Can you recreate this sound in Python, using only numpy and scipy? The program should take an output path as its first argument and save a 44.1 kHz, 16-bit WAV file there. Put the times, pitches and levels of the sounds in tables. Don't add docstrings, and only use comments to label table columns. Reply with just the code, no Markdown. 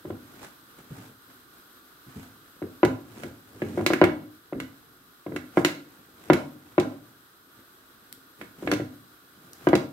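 import sys
import numpy as np
from scipy import signal
from scipy.fft import rfft, irfft
from scipy.io import wavfile
from scipy.ndimage import uniform_filter1d

SR = 44100
rng = np.random.default_rng(int(sys.argv[2]) if len(sys.argv) > 2 else 0)


def transcribe(signal):
    frames = np.atleast_2d(signal).T
    limited = np.clip(frames, -1, 1)
    pcm = np.round(limited * 32767).astype(np.int16)
    wavfile.write(sys.argv[1], SR, pcm)


N = 437472
RING_T = np.arange(SR // 5) / SR

# (f/Hz, relative level/dB)
SQUASH_SPECTRUM = [(25, -20), (65, -10), (105, -2.5), (140, -3.5), (230, -2.5), (320, -2.5), (500, -8),
                   (800, -38.5), (1600, -35.5), (5000, -78.5)]


def gain_of(db):
    return 10 ** (np.asarray(db) / 20)


def evened(x):
    return x / np.sqrt(np.mean(x ** 2) + 1e-20)


def read(points, hz):
    f, value = np.transpose(points)
    return np.interp(np.log(hz + 1), np.log(f + 1), value)


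def add(mix, s, sound):
    part = mix[:, max(round(s * SR), 0):][:, :sound.shape[1]]
    part += sound[:, :part.shape[1]]


def coloured(x, points):
    size = x.shape[-1]
    gain = gain_of(read(points, np.fft.rfftfreq(size, 1 / SR)))
    return irfft(rfft(x) * gain, size)


def diffuse(size):
    # (f/Hz, correlation, 1 = identical)
    likeness = [(60, 0.97), (200, 1), (400, 0.82), (700, 0.46), (1400, 0), (16000, 0.16)]
    left, other = rfft(rng.standard_normal((2, size)))
    same = np.clip(read(likeness, np.fft.rfftfreq(size, 1 / SR)), -1, 1)
    right = same * left + np.sqrt(1 - same ** 2) * other
    return irfft(np.array([left, right]), size)


def wander(per_s):
    knots = np.arange(N) / SR * per_s
    return evened(np.interp(knots, np.arange(N), rng.standard_normal(N)))


def filtered(x, hz, kind, order):
    b, a = signal.butter(order, np.clip(hz, 30, SR * .45), kind, fs=SR)
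    return signal.lfilter(b, a, x)


def at_peak(x, db):
    loudest = uniform_filter1d((x ** 2).mean(0), size=176).max()
    return x * gain_of(db) / np.sqrt(loudest)


def air(level_db=-54, waver_db=0.72, waver_per_s=17):
    # (f/Hz, relative level/dB)
    air_spectrum = [(18, -50.5), (30, -7), (102, -10), (249, -5), (270, -0.5), (332, 1), (591, -11),
                    (874, -9.5), (1330, -1.5), (1440, 2), (2180, -15), (3320, -13), (10200, -19.5),
                    (11900, -11.5), (15500, -14.5)]
    # (f/Hz, left minus right/dB)
    air_balance = [(60, -17.5), (300, -1), (650, -5), (1200, 2.5), (2500, -1), (3200, -0.5), (15000, 3)]
    # (centre f/Hz, width/Hz, height/dB)
    hum_bands = [(331.5, 91, 0.5), (1180, 160, 5.3), (1410, 14, 2.6), (3330, 530, 3.5), (4000, 490, 6.1),
                 (4940, 350, 3.8), (8130, 210, 11), (9120, 330, 7), (11780, 130, 12)]
    hz = np.fft.rfftfreq(N, 1 / SR)
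    db = read(air_spectrum, hz)
    for f, width, height in hum_bands:
        db = db + height / (1 + (2 * (hz - f) / width) ** 2)
    db = db + np.array([[.5], [-.5]]) * read(air_balance, hz)
    hiss = evened(irfft(rfft(diffuse(N)) * gain_of(db), N))
    return hiss * gain_of(level_db + waver_db * wander(waver_per_s))


def dough(squash_trim_db=-2, rub_trim_db=-3):
    # (middle t/s, standard deviation of the swell/s,
    # squash level/dB before trim, rub level/dB before trim)
    strokes = [(0.096, 0.025, -43.5, -60), (0.373, 0.07, -53, -56.5), (0.442, 0.021, -55, -45),
               (0.797, 0.012, -53, -58), (1.01, 0.059, -54.5, -52.5), (1.309, 0.013, -53, -57),
               (2.19, 0.058, -64, -51), (3.201, 0.062, -42.5, -46), (3.73, 0.12, -39, -47.5),
               (4.594, 0.0317, -36, -63), (5.364, 0.016, -39, -56.5), (5.588, 0.02, -45.5, -38.5),
               (6.316, 0.076, -50, -49.5), (8.43, 0.024, -42, -52), (8.679, 0.058, -42, -48),
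               (9.653, 0.031, -46.5, -51)]
    # (f/Hz, relative level/dB)
    rub_spectrum = [(60, -16.5), (300, -3), (700, 5.5), (1300, 1.5), (2300, -2), (4500, -9.5), (8000, -8.5),
                    (16000, -18)]
    idle_squash_db, idle_rub_db, idle_sway_db = -65.5, -69, 3.5
    crackle_per_s, crackle_spread_db, crackle_db = 930, 3.5, -8.5

    t = np.arange(N) / SR
    sway = idle_sway_db * wander(per_s=7)
    push, drag = gain_of(idle_squash_db + sway), gain_of(idle_rub_db + sway)
    for s, spread, squash_db, rub_db in strokes:
        swell = np.exp(-np.minimum(((t - s) / spread) ** 2, 50) / 2)
        push = push + gain_of(squash_db + squash_trim_db) * swell
        drag = drag + gain_of(rub_db + rub_trim_db) * swell

    uneven_squash = diffuse(N) * gain_of(3.5 * wander(per_s=90))
    lumps = evened(coloured(uneven_squash, SQUASH_SPECTRUM))
    uneven_rub = diffuse(N) * gain_of(3.2 * wander(per_s=350))
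    grains = evened(coloured(uneven_rub, rub_spectrum))

    snap_sizes = gain_of(crackle_spread_db * np.minimum(rng.exponential(1, N), 4))
    snaps = (rng.random(N) < crackle_per_s / SR) * snap_sizes
    crackle = evened(coloured(snaps * rng.standard_normal((2, N)), rub_spectrum))
    return push * lumps + drag * (grains + gain_of(crackle_db) * crackle)


def bowl(crack_db, crack_t60, scatter_hz=1500, onset_s=0.000083):
    # (f/Hz, relative amplitude with the sign of the wall facing the microphone, t60/s)
    bowl_modes = [(148, -.06, .14), (215, .06, .1), (300, .26, .084), (363, -.34, .09), (467, -.26, .029),
                  (540, -.07, .09), (644, .7, .009), (765, .04, .05), (975, .14, .028), (1075, -.25, .009),
                  (1170, .05, .05), (1410, -.12, .025), (1670, .08, .032), (1980, .07, .028),
                  (2200, -.1, .026), (2690, .035, .035), (2990, -.03, .03), (3480, .03, .02),
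                  (3900, -.026, .032), (4335, .018, .032), (5470, -.016, .022), (5960, .016, .022),
                  (6980, -.016, .02)]
    # (f/Hz, relative level/dB)
    crack_spectrum = [(300, -35.5), (1000, -11), (2200, 2.5), (4000, -3), (7000, -9.5), (11000, -13.5),
                      (16000, -18)]
    rings = np.array([height * np.exp(2j * np.pi * hz * RING_T) * gain_of(-60 * RING_T / t60)
                      for hz, height, t60 in bowl_modes])
    scatter = np.minimum((np.array(bowl_modes)[:, 0] / scatter_hz) ** 2, np.pi)
    phases = scatter * rng.standard_normal((2, len(bowl_modes)))
    modes = (np.exp(1j * phases) @ rings).imag
    crack = evened(coloured(rng.standard_normal((2, len(RING_T))), crack_spectrum))
    crack = crack * np.exp(-np.log(1000) * RING_T / crack_t60)
    return (modes + gain_of(crack_db) * crack) * (1 - np.exp(-RING_T / onset_s))


def puff(rise_s=0.011, low_hz=105):
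    noise = filtered(coloured(diffuse(len(RING_T)), SQUASH_SPECTRUM), low_hz, "high", order=1)
    return noise * (RING_T / rise_s) ** 2 * np.exp(-RING_T / rise_s)


def thuds(trim_db=-5, touch_db=-15, thin_hz=1050, touch_top_hz=1900):
    # (t/s, force as relative level/dB)
    landings = [(0.05, -28), (0.102, -23), (2.618, -23), (2.831, -5), (2.848, -19), (3.235, -25),
                (3.619, -17.5), (3.775, -15), (3.789, -19.5), (3.8039, -18), (3.903, -10), (4.015, 0),
                (4.031, -10), (4.525, -19), (5.263, -22.5), (5.318, -25), (5.572, -5), (6.3, -0.5),
                (6.78, -4.5), (8.624, -26), (8.673, -17), (8.725, -14.5), (8.798, -20), (9.67, -6),
                (9.731, -4)]
    top_at_0_db_hz, dulling_db_per_octave = 1970, 12
    slump_db, slump_growth = -17.5, 0.68
    out = np.zeros((2, N))
    for s, db in landings:
        top_hz = top_at_0_db_hz * 2 ** (db / dulling_db_per_octave)
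        blow = filtered(bowl(crack_db=-11.5, crack_t60=0.01), top_hz, "low", order=2)
        add(out, s, at_peak(blow, db + trim_db))
        touch = filtered(bowl(crack_db=-9, crack_t60=0.0078), touch_top_hz, "low", order=3)
        touch = filtered(touch, thin_hz, "high", order=2)
        add(out, s + rng.uniform(0.00201, 0.0074), at_peak(touch, db + touch_db))
        add(out, s, at_peak(puff(), slump_db + slump_growth * db))
    return out


def pats(trim_db=-2, top_hz=150):
    # (t/s, peak level/dB before trim)
    palm_blows = [(0.901, -31.5), (0.978, -40.5), (2.061, -41), (2.153, -33.5)]
    out = np.zeros((2, N))
    for s, db in palm_blows:
        pat = filtered(puff(rise_s=0.0075), top_hz, "low", order=2)
        add(out, s, at_peak(pat, db + trim_db))
    return out


def clack(treble_db, thin_hz=1900, body_db=-14, corner_hz=2400):
    ring = bowl(crack_db=-22.5, crack_t60=0.036)
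    ring = filtered(ring, thin_hz, "high", order=2) + gain_of(body_db) * ring
    dull = filtered(ring, corner_hz, "low", order=2)
    return dull + gain_of(treble_db) * (ring - dull)


def clacks(trim_db=-5, treble_trim_db=-2, chatter_s=.009, chatter_db=-13.5):
    # (t/s, peak level/dB before trim, treble level/dB before trim)
    edge_strikes = [(2.8497, -18.5, -2.5), (3.234, -27, -5.5), (3.619, -24, -13.5), (3.8633, -6.5, -1),
                    (3.934, -10.5, -8.5), (4.04, -7.5, -10.5), (4.601, -21, -3.5), (5.3619, -20.5, -7),
                    (5.648, -5.5, -2), (5.69, -26, -16), (6.333, -13.5, -3.5), (6.7986, -20.5, 7.5),
                    (8.413, -27.5, -9.5), (8.6745, -20, -18), (8.7152, -12, -3.5), (8.736, -22, 1),
                    (9.6876, -25, -0.5), (9.7529, -16.5, 3)]
    out = np.zeros((2, N))
    for s, db, bright_db in edge_strikes:
        treble_db = bright_db + treble_trim_db
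        add(out, s, at_peak(clack(treble_db), db + trim_db))
        chatter_at = s + chatter_s * rng.uniform(0.6, 1.3)
        add(out, chatter_at, at_peak(clack(treble_db), db + trim_db + chatter_db))
    return out


def crumbs(trim_db=-3, fade_s=.0009):
    # (t/s, peak level/dB before trim, high-pass f/Hz)
    flicks = [(4.769, -57, 3000), (8.1268, -29.5, 1830), (9.533, -34, 4480)]
    out = np.zeros((2, N))
    for s, db, thin_hz in flicks:
        tick = rng.standard_normal((2, len(RING_T))) * np.exp(-RING_T / fade_s)
        add(out, s, at_peak(filtered(tick, thin_hz, "high", order=2), db + trim_db))
    return out


def room_tail(build_s=0.004):
    # (f/Hz, t60/s)
    room_decay = [(80, .65), (170, .55), (250, .6), (350, .46), (700, .42), (1500, .36), (2300, .33),
                  (4000, .38), (12000, .3)]
    # (f/Hz, relative level/dB)
    echo_colour = [(40, -18), (110, 1.5), (180, -13), (260, 5), (360, -11.5), (700, -3.5), (1500, -2.5),
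                   (2300, -5.5), (4000, -3.5), (12000, -4.5)]
    hz, t, z = signal.stft(coloured(diffuse(SR), echo_colour), SR, nperseg=512)
    t60 = np.maximum(read(room_decay, hz), .05)[:, None]
    level = np.sqrt(2 * np.log(1000) / (t60 * SR))
    z = z * np.exp(-np.log(1000) * t / t60) * level
    tail = signal.istft(z, SR, nperseg=512)[1][:, :SR]
    return tail * (1 - np.exp(-(np.arange(SR) / SR / build_s) ** 2))


def kitchen(x, wet_db=-1, count=3, cycle_s=3.7):
    turn = 2 * np.pi * np.arange(N) / SR / cycle_s
    echoes = np.zeros((2, N))
    for k in range(count):
        share = np.sqrt(2 / count) * np.cos(turn + np.pi * k / count)
        echoes += signal.fftconvolve(x * share, room_tail(), axes=1)[:, :N]
    return gain_of(wet_db) * echoes


def microphone(x, low_cut_hz=48, lag_s=.00009):
    # (f/Hz, left minus right/dB)
    port_balance = [(300, 0), (600, 3), (1000, -2.5), (1600, -3), (2400, -4.5), (3500, -2.5), (8000, 0),
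                    (14000, 4)]
    hz = np.fft.rfftfreq(N, 1 / SR)
    sides = np.array([[.5], [-.5]])
    ports = gain_of(sides * read(port_balance, hz)) * np.exp(2j * np.pi * hz * sides * lag_s)
    return filtered(irfft(rfft(x) * ports, N), low_cut_hz, "high", order=2)


def scene():
    near = dough() + thuds() + pats() + clacks() + crumbs()
    return microphone(near + kitchen(near) + air())


def record(dry, threshold_db=-26, share=0.14, recover_db_per_s=9, attack_s=0.28, edge_hz=15800):
    power_db = 10 * np.log10(abs(uniform_filter1d((dry ** 2).mean(0), size=400)) + 1e-12)
    fall = np.arange(N) * recover_db_per_s / SR
    held_db = np.maximum.accumulate(power_db + fall) - fall
    over_db = np.maximum(held_db - threshold_db, 0)
    keep = np.exp(-1 / (attack_s * SR))
    dip_db = share * signal.lfilter([1 - keep], [1, -keep], over_db)
    ducked = np.clip(dry / gain_of(dip_db), -1, 1)
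    low_pass = signal.firwin(511, edge_hz, window=("kaiser", 9), fs=SR)
    return signal.oaconvolve(ducked, low_pass[None], "same")


dry = scene()
out = record(dry)
transcribe(out)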